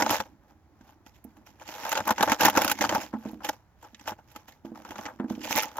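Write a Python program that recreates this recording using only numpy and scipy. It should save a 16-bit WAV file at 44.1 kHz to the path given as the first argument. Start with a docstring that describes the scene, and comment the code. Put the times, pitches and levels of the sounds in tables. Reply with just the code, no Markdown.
"""In a garden, outdoors, hands crumple a stiff woven-plastic sack of seed lying in a cart.
The sheet buckles in swarms of tiny creases and in single snaps: noise bursts, clicks and short rings.
The sack's air pocket and the loaded cart tub colour the noise, and seed slides inside.
Now and then the hollow tub is bumped and rings as a set of fading tones.
Faint outdoor air is filtered noise. Two microphones hear it all, the treble stronger on the right."""
import sys
import numpy as np
from scipy import signal
from scipy.fft import rfft, irfft, next_fast_len
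from scipy.io import wavfile
from scipy.ndimage import uniform_filter1d, map_coordinates

SR = 44100
rng = np.random.default_rng(int(sys.argv[2]) if len(sys.argv) > 2 else 0)


def wav_record(signal):
    """Record a signal, one row per channel, as 16-bit PCM in the file named by sys.argv[1]."""
    frames = np.transpose(np.atleast_2d(signal))
    bounded = np.clip(frames, -1, 1)
    # unit amplitude maps onto the largest positive 16-bit level
    quanta = np.round(bounded * 32767).astype(np.int16)
    wavfile.write(sys.argv[1], SR, quanta)


def gain_from_db(level_db):
    """Convert decibel levels to linear amplitude factors (20 dB per decade)."""
    decades = np.asarray(level_db, float) / 20
    return 10 ** decades


N = 255339  # samples


def unit(x):
    """Scale to an rms (average strength) of 1."""
    return x / np.sqrt(np.mean(x ** 2) + 1e-20)


def along(points, hz):
    """Read a curve of (f/Hz, value) points on a log frequency axis."""
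    f, value = np.transpose(points)
    return np.interp(np.log(hz + 1), np.log(f + 1), value)


def filtered(x, response):
    """Multiply the spectrum of x by a response that depends on frequency."""
    m = next_fast_len(N + SR // 2)
    spectrum = rfft(x, m) * response(np.fft.rfftfreq(m, 1 / SR))
    return irfft(spectrum, m)[..., :N]


def resonances(peaks):
    """Sum of resonances with alternating signs; each favours the band around its centre."""
    def response(f):
        total = 0
        for k, (centre, width, db) in enumerate(peaks):
            peak = 1j * f * width / (centre * centre - f * f + 1j * f * width)
            total = total + (-1) ** k * gain_from_db(db) * peak
        return total
    return response


def coloured(points):
    """Smooth spectrum drawn through (f/Hz, level/dB) points."""
    return lambda f: gain_from_db(along(points, f))


# likeness of left and right: (f/Hz, correlation from 0 to 1)
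LIKENESS = [(60, .8), (180, .97), (550, .92), (1200, .85), (2500, .55), (5000, .4), (12000, .3)]
# left against right: (f/Hz, level/dB)
LEFT_OVER_RIGHT = [(60, -8), (99, 2.5), (160, 0.5), (270, -7), (450, -2.5), (740, -1.5), (1220, 6),
                   (2010, -2), (3330, -5), (5500, -11.5), (9080, -11), (15000, -28.5)]


def ports(a, b):
    """Mix two versions of a sound into left and right: alike in the bass, less so in the treble."""
    right_lag_s = 7e-5

    def blend(f):
        angle = np.arccos(np.clip(along(LIKENESS, f), -1, 1)) / 2
        return np.array([np.cos(angle), np.sin(angle)])

    def place(f):
        share = 2 / (1 + gain_from_db(np.outer([-1, 1], along(LEFT_OVER_RIGHT, f))))
        return share * np.exp(-2j * np.pi * np.outer([0, right_lag_s], f))

    mid, side = filtered(np.array([a, b]), blend)
    return filtered(np.array([mid + side, mid - side]), place)


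def swarm(per_s, spread_db, t60):
    """Seeds and tiny creases of scattered size: each starts sharply and fades 60 dB in t60 seconds."""
    sizes = gain_from_db(spread_db * np.tanh(rng.standard_normal(N) / 2))
    kicks = (rng.random(N) < per_s / SR) * sizes
    return unit(signal.lfilter([1], [1, -gain_from_db(-60 / (t60 * SR))], kicks))


def patchy(depth_db):
    """Two noises sharing one colour that wanders at random over time and frequency."""
    z = signal.stft(rng.standard_normal((2, N)), nperseg=256)[2]
    field = uniform_filter1d(rng.standard_normal(z.shape[1:]), 5, 0)
    field = uniform_filter1d(field, 5, 1)
    return unit(signal.istft(z * gain_from_db(depth_db * unit(field)), nperseg=256)[1][:, :N])


# squeezes and shifts of the sack, at their peak:
# (t/s, level/dB, swell/s, fade/s, tautness of the sheet/dB); swell and fade are nominal 20 dB times
RUSTLES = [(0.0, -15, .01, 0.031, -12.5), (0.045, -31, 0.042, .03, -9), (0.065, -24, 0.005, 0.023, -18),
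           (0.108, -32, .03, 0.065, 2.5), (0.142, -25.5, 0.097, 0.068, -1.5),
           (0.206, -35, .005, 0.027, -10.5), (0.235, -54.5, 0.045, 0.11, -8),
           (0.508, -56.5, .1, 0.047, -12.5), (0.81, -68, .015, 0.089, -4.5), (0.898, -56, 0.15, 0.069, -9),
           (1.064, -56.5, 0.014, 0.087, -2), (1.149, -65.5, 0.023, 0.072, 4),
           (1.246, -72, 0.014, .03, -14.5), (1.3, -63.5, 0.11, 0.24, -9), (1.365, -55, 0.015, 0.078, -14),
           (1.466, -52.5, 0.01, 0.076, -0.5), (1.601, -69, 0.018, 0.32, 7.5),
           (1.689, -48.5, 0.049, 0.84, 4.5), (1.872, -32.5, 0.21, .2, -8.5), (1.93, -30.5, 0.06, 0.01, -2),
           (1.98, -26.5, 0.071, 0.031, -11), (2.082, -26, 0.04, 0.073, -13.5),
           (2.109, -25, 0.0038, 0.02, -0.5), (2.186, -31, .007, 0.06, -14),
           (2.232, -22.5, .04, 0.062, -8.5), (2.28, -29.5, .008, .05, -11), (2.324, -23, 0.034, 0.035, -3),
           (2.402, -23.5, .008, 0.15, -8.5), (2.455, -19, 0.053, 0.044, -0.5),
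           (2.58, -17.5, 0.046, 0.055, -10), (2.63, -26, 0.035, 0.11, -6.5), (2.72, -33, 0.067, 0.026, 0),
           (2.791, -39, 0.046, 0.044, -2.5), (2.813, -21, 0.0069, 0.052, -4.5),
           (2.848, -33, .03, 0.074, -5), (2.897, -33, 0.0048, 0.13, -5.5), (2.955, -28, 0.078, .07, -9),
           (3.016, -34.5, 0.026, 0.07, -1), (3.142, -35.5, 0.017, 0.03, -35), (3.29, -47.5, .2, 0.06, -7.5),
           (3.341, -60.5, 0.057, 0.11, -4), (3.41, -48.5, 0.0082, .1, -19),
           (3.448, -34.5, 0.017, 0.076, -0.5), (3.492, -18, 0.0061, 0.0073, -4.5),
           (3.51, -52, .021, 0.12, -6.5), (3.824, -66, 0.053, 0.12, 4), (3.85, -45.5, 0.033, 0.043, -13.5),
           (3.93, -76, .06, 0.17, 2), (4.066, -60, 0.23, .05, 0), (4.084, -28.5, 0.018, 0.041, -5),
           (4.189, -51, 0.027, 0.039, -16.5), (4.23, -71, 0.057, .08, -4), (4.301, -59.5, 0.057, 0.16, -1),
           (4.36, -49, .021, 0.092, -5.5), (4.482, -52, 0.014, 0.055, 1.5), (4.54, -60.5, 0.034, 0.07, -2),
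           (4.653, -48.5, 0.013, 0.092, -11.5), (4.754, -50, .011, 0.23, -8.5),
           (4.851, -46, 0.017, 0.21, -10), (4.92, -49.5, 0.041, 0.061, -3.5), (4.98, -45, .05, 0.16, -4.5),
           (5.059, -43, 0.18, 0.094, -10), (5.101, -37, 0.068, 0.046, -27),
           (5.198, -40.5, 0.011, 0.11, -43), (5.304, -46.5, 0.032, 0.13, -5), (5.445, -41, .05, 0.14, 2),
           (5.517, -30, 0.048, 0.12, 1.5), (5.562, -29.5, 0.0065, 0.017, -4.5),
           (5.582, -26.5, 0.034, 0.046, 3.5), (5.629, -34, 0.048, 0.079, -3), (5.72, -48.5, .06, 0.12, -10),
           (5.777, -36.5, .021, .2, -10.5)]
# weight of the shifting sack on the tub: (t/s, level/dB)
WEIGHT = [(0, -40), (.12, -39), (.19, -57.5), (.45, -66.5), (1.2, -65.5), (1.36, -55), (1.8, -69.5),
          (2.1, -50), (2.4, -53), (3.0, -38.5), (3.1, -60), (3.5, -52), (3.65, -77.5), (4.1, -67.5),
          (4.6, -67), (4.76, -52), (5.2, -58.5), (5.35, -44.5), (5.6, -42.5), (5.79, -67)]


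def handling():
    """Gains of pocket, tub, sheet and fizz: rustles swell and fade; a taut sheet crackles and fizzes more."""
    let_go = 1.128  # above 1: the fade steepens as hands let go abruptly
    faster = np.array([[1], [1], [1.056], [1.056]])  # the treble moves faster than the body
    t = np.arange(0, N + 32, 32) / SR
    power = np.zeros((4, len(t)))
    for s, db, swell, fade, taut_db in RUSTLES:
        distance = np.maximum((s - t) / swell, (t - s) / fade)
        shape_db = db - 20 * distance ** let_go * faster
        jolt_db = -17.5  # each rustle also jolts the tub
        # fizz follows tautness and grows less than the rustle does in strong ones
        fizz_db = 0.82 * taut_db - 10.5 - 0.06 * (db + 38.5)
        power += gain_from_db(shape_db + np.array([[0], [jolt_db], [taut_db], [fizz_db]])) ** 2
    power[1] += gain_from_db(np.interp(t, *np.transpose(WEIGHT))) ** 2
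    return [np.interp(np.arange(N) / SR, t, np.sqrt(p)) for p in power]


# single buckles of the sheet, before the trims below:
# (t/s, level/dB, air pocket relative level/dB, fizz relative level/dB, ring f/Hz)
SNAPS = [(0.0218, -8.5, -7.5, -20, 1470), (0.0624, -15.5, 0, -30, 1260), (0.108, -13.5, 0, -3, 1270),
         (0.2022, -14.5, -0.5, -22, 1350), (0.8106, -45.5, -5, -32, 1570), (0.8785, -48, -14, -24, 1400),
         (1.0655, -40, -5.5, -18, 1430), (1.2418, -49, -15, 9, 7290), (1.3708, -53, 3, -7, 1670),
         (1.463, -48, -3, -30, 2900), (1.5978, -42, -12, -18, 7000), (1.6202, -35, -6, -21, 1470),
         (1.6886, -26.5, -2.5, -34, 2220), (1.7264, -45, -21, -20, 2070), (1.8394, -27, -21, -17, 1430),
         (1.854, -37, -14, -17, 1470), (1.893, -19.5, -24, -8.5, 2720), (1.9175, -11.5, -21, -16, 1280),
         (1.927, -15.5, -30, -9, 1530), (1.9541, -13, -15, -31, 1420), (1.9752, -11, -11, -21, 1450),
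         (2.0034, -20, 0.5, -19, 1300), (2.0535, -27, -8, -14, 1360), (2.0755, -17, -9, -3, 1290),
         (2.0896, -15.5, -5, -31, 1530), (2.1063, -13, 1, -11, 1400), (2.161, -31, -17, -24, 2020),
         (2.181, -16.5, -5, -23, 1530), (2.2076, -10.5, -1, -20, 1580), (2.2272, -7, -5, -12, 3800),
         (2.2759, -20, 9, -27, 1520), (2.2972, -12, -7, -18, 1820), (2.3188, -6.5, -4.5, -16, 1320),
         (2.3948, -18, -14, -21, 1720), (2.4083, -6.5, -14, -13, 1610), (2.4342, -12, 1.5, -20, 1390),
         (2.4499, -13, 4.5, 1, 1440), (2.4612, -13, 2.5, -4, 1300), (2.4824, -11, -2, -13, 1950),
         (2.4984, -14.5, -13, -7.5, 1460), (2.5516, -37, -5, -30, 1300), (2.551, -23, 2, -36, 1530),
         (2.5733, -4, -7, -17.5, 1370), (2.6179, -9, -6, -9, 1450), (2.6467, -9, -6.5, -6, 1290),
         (2.6785, -8.5, -11, -12, 1440), (2.6978, -12, -19, -10, 1310), (2.7148, -6.5, -14, -7, 1520),
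         (2.7526, -29, -23, -16, 2130), (2.7766, -29, -16, -22, 2210), (2.788, -21, -7, -16, 2170),
         (2.8098, -8.5, -13, -20, 2080), (2.849, -13.5, -2, -21, 1270), (2.8924, -9.5, -7, -21, 3120),
         (2.9242, -21.5, 7, -26, 1290), (2.9482, -17.5, 3.5, -8.5, 1300), (3.0105, -40, -7, -18, 1490),
         (3.1373, -41, 13, -32, 1530), (3.2509, -41.5, 6, -17, 1520), (3.314, -46, -7, -1, 1300),
         (3.405, -52.5, 16.5, -33, 1310), (3.4234, -45, -11, -20, 1300), (3.4461, -21, -3.5, -4.5, 2930),
         (3.4899, -19, -0.5, -8, 1850), (3.827, -39.5, -1.5, -10, 7250), (3.8465, -38.5, -3.5, -38, 1350),
         (3.9463, -30.5, -29, -33, 3720), (3.995, -38.5, -11, -21, 7500), (4.0108, -38.5, -5, -20, 6000),
         (4.0574, -35.5, -3, -30, 2060), (4.076, -25, -14, -18, 1360), (4.119, -40, 12.5, -17, 1360),
         (4.1884, -54.5, 12, -30, 1520), (4.3177, -52, -8, 2, 5360), (4.3611, -25, -12.5, -14.5, 1280),
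         (4.4835, -37, -2, -13.5, 1360), (4.5222, -41, -21, -14, 4080), (4.654, -44.5, -9, -29, 1400),
         (4.7566, -44, 4, -30, 1320), (4.8499, -36.5, 5, -31, 1430), (4.8903, -33, -16, -17, 1600),
         (4.9076, -28, -5.5, -16, 1320), (4.918, -37, 3, -33, 1470), (4.9569, -27, -2.5, -33, 1390),
         (4.9896, -30.5, 3.5, -29, 1310), (5.0544, -22, -6, -40, 1990), (5.0622, -24, -4, -37, 1300),
         (5.1954, -55, 8.5, -40, 1520), (5.2969, -40, -5, -31, 1460), (5.3515, -34, -14, -24, 3120),
         (5.4146, -31, -9, -23, 5100), (5.4375, -27, -27, -16, 4840), (5.4504, -29, -3, -23, 1470),
         (5.5084, -19.5, 0.5, -18, 1880), (5.5588, -18, -2, -2, 2000), (5.5739, -16.5, -8.5, -1.5, 2170),
         (5.624, -21, -16, -1.5, 1320), (5.6325, -15, -18, -12, 1360), (5.7574, -40, 5, -15, 1310),
         (5.7693, -30.5, -7, -4, 1300)]
# fade lengths of pocket, sheet and fizz: (multiple of the basic fade); the treble dies sooner
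SNAP_SPANS = np.array([[1.3], [.9], [.7]])


def snaps():
    """Single buckles: a click, a fade for the noise, and the brief ring of the panel that popped."""
    fades, clicks, rings = np.zeros((3, N + SR)), np.zeros((3, N + SR)), np.zeros(N + SR)
    t = np.arange(SR // 5) / SR
    polarities = np.where(rng.random(len(SNAPS)) < .5, -1, 1)  # each click's polarity is chosen by chance
    for (s, db, pocket_db, fizz_db, hz), polarity in zip(SNAPS, polarities):
        at = round(s * SR)
        size = gain_from_db([db + pocket_db - 6.5, db - 12, db + fizz_db - 4])
        # basic time to fade 60 dB, slightly shorter for stronger buckles
        t60 = max(0.028 * (1.5 - 0.0019 * (db + 28)), .003)
        rise = 1 - np.exp(-t / 0.00045)
        fades[:, at:at + len(t)] += size[:, None] * gain_from_db(-60 * t / (t60 * SNAP_SPANS)) * rise
        clicks[:, at + 8] += size * [9, 6.5, 4.5] * polarity
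        rings[at:at + len(t)] += gain_from_db(db - 9.5 - 60 * t / 0.029) * np.sin(2 * np.pi * hz * t)
    return fades[:, :N], clicks[:, :N], rings[:N]


# air pocket of the sack: (f/Hz, width/Hz, level/dB)
POCKET = [(511.6, 73, -3.5), (624.7, 55, -2), (843.6, 88.5, 5), (1180, 643, -6), (1520, 310, -4)]
# drumming of the loaded tub: (f/Hz, level/dB per Hz)
LOADED = [(45, -29.5), (65, -17.5), (102, -10.5), (150, -23.5), (215, -3.5), (260, -7), (305, -0.5),
          (400, -16), (700, -55)]
# crackling sheet: (f/Hz, level/dB per Hz)
SHEET = [(760, -30), (1300, -12.5), (1570, -16.5), (1680, -5), (2510, -5), (3100, -6.5), (4290, -12.5),
         (5460, -8.5), (6840, -9.5), (8300, -30), (10800, -58.5), (18300, -120)]
# fizz at the top of the sheet's sound: (f/Hz, level/dB per Hz)
FIZZ = [(4880, -44.5), (8300, -8.5), (10300, -6.5), (12100, 5.5), (13100, -1), (15500, -2), (16300, -30),
        (16500, -25)]


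def sack():
    """Sliding seed, creases and snaps shape noise, which pocket, tub, sheet and fizz then colour."""
    creases = swarm(per_s=270, spread_db=13, t60=0.0029)
    folds = swarm(per_s=170, spread_db=1.0, t60=0.039)
    rattle = unit(1.4 + folds + 2.04 * creases)
    crackle = unit(1.26 + creases)
    (puff, snap, spit), (pop, tick, spark), rings = snaps()
    out = rings * np.array([[1], [.4]])
    layers = ((rattle, puff, pop, resonances(POCKET)),
              (rattle, 0.73 * puff, 0.18 * pop, coloured(LOADED)),
              (crackle, snap, tick, coloured(SHEET)),
              (crackle, spit, spark, coloured(FIZZ)))
    for gain, (grain, fade, click, voice) in zip(handling(), layers):
        noise = patchy(depth_db=2.5)
        push = np.hypot(gain * grain, fade) * noise + click * np.array([[1], [.6]])
        # divide by the voice's own loudness so that the gains set the level
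        out = out + filtered(push, voice) / np.std(filtered(noise[0], voice))
    return ports(*out)


# colour of the outdoor air: (f/Hz, level/dB per Hz)
AIR = [(20, -53.5), (34, -19.5), (70, -5), (180, -17), (245, -24.5), (312, -23), (460, -27), (850, -22.5),
       (1100, -28), (1500, -30.5), (2100, -35), (2700, -42), (4300, -45), (6600, -45), (8300, -58.5),
       (11500, -51), (16000, -52.5)]


def air():
    """Distant outdoor rumble and hiss: coloured noise whose level drifts slightly."""
    drift = map_coordinates(rng.standard_normal(40), [np.arange(N) * 6.3 / SR])
    far = filtered(rng.standard_normal((2, N)), coloured(AIR))
    return gain_from_db(-60 + 0.57 * drift) * unit(ports(*far))


# bumps and rebounds on the cart tub, before the trim below: (t/s, level/dB)
BUMPS = [(0.807, -41.5), (1.247, -31), (3.135, -18.5), (3.149, -23), (3.254, -19.5), (3.268, -25),
         (3.331, -27), (3.353, -32.5), (3.931, -43), (4.647, -23.5), (4.716, -28), (5.198, -16),
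         (5.217, -32), (5.241, -20), (5.306, -17), (5.376, -23.5)]
# ringing tones of the cart tub, before chance shifts: (f/Hz, level/dB, time to fade 60 dB/s)
TUB = [(217, -53, 0.13), (219, 2, 0.25), (251, 8, .13), (314.7, -1, 0.22), (382, -2, 0.017),
       (473, -11, 0.18), (645, 5.5, 0.026), (768, -6.5, 0.051), (790, -32, 0.014), (960, -38.5, 0.017),
       (1530, -35, 0.021)]


def tub():
    """A soft bump starts the tub's tones nearly together, at chance strengths and slightly shifted pitches."""
    out, t = np.zeros(N + SR), np.arange(SR // 3) / SR
    scatter = rng.standard_normal((len(BUMPS), len(TUB), 2))
    soft_start = 1 - np.exp(-(t / 0.0027) ** 2)
    for (s, db), draws in zip(BUMPS, scatter):
        ring = 0
        for (hz, level, t60), (strength, shift) in zip(TUB, draws):
            phase = 2 * np.pi * hz * (1 + shift / 40) * (t - .004) + shift / 4
            ring = ring + gain_from_db(level + 2 * strength - 60 * t / t60) * np.sin(phase)
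        out[round(s * SR):][:len(t)] += gain_from_db(db - 14.0) * ring * soft_start
    return out[:N] * gain_from_db([[-2.5], [1.5]])  # left, right


def scene():
    """Sack, cart tub and air together."""
    return sack() + tub() + air()


def low_pass(x):
    """Removes everything above the highest recorded frequency."""
    return signal.sosfilt(signal.butter(12, 16790, fs=SR, output="sos"), x)


# colour of the microphone port, with a narrow dip: (f/Hz, level/dB)
PORT = [(6800, -1.5), (7650, 4), (8050, -7), (8700, -5), (9300, -2.5), (10800, -1.5)]


def record(dry):
    """The microphone port colours the sound, and the loudest peaks are gently rounded off."""
    heard = filtered(dry, coloured(PORT))
    heard = heard / (1 + np.abs(heard) ** 4) ** (1 / 4)
    return low_pass(heard)


dry = scene()
out = record(dry)
wav_record(out)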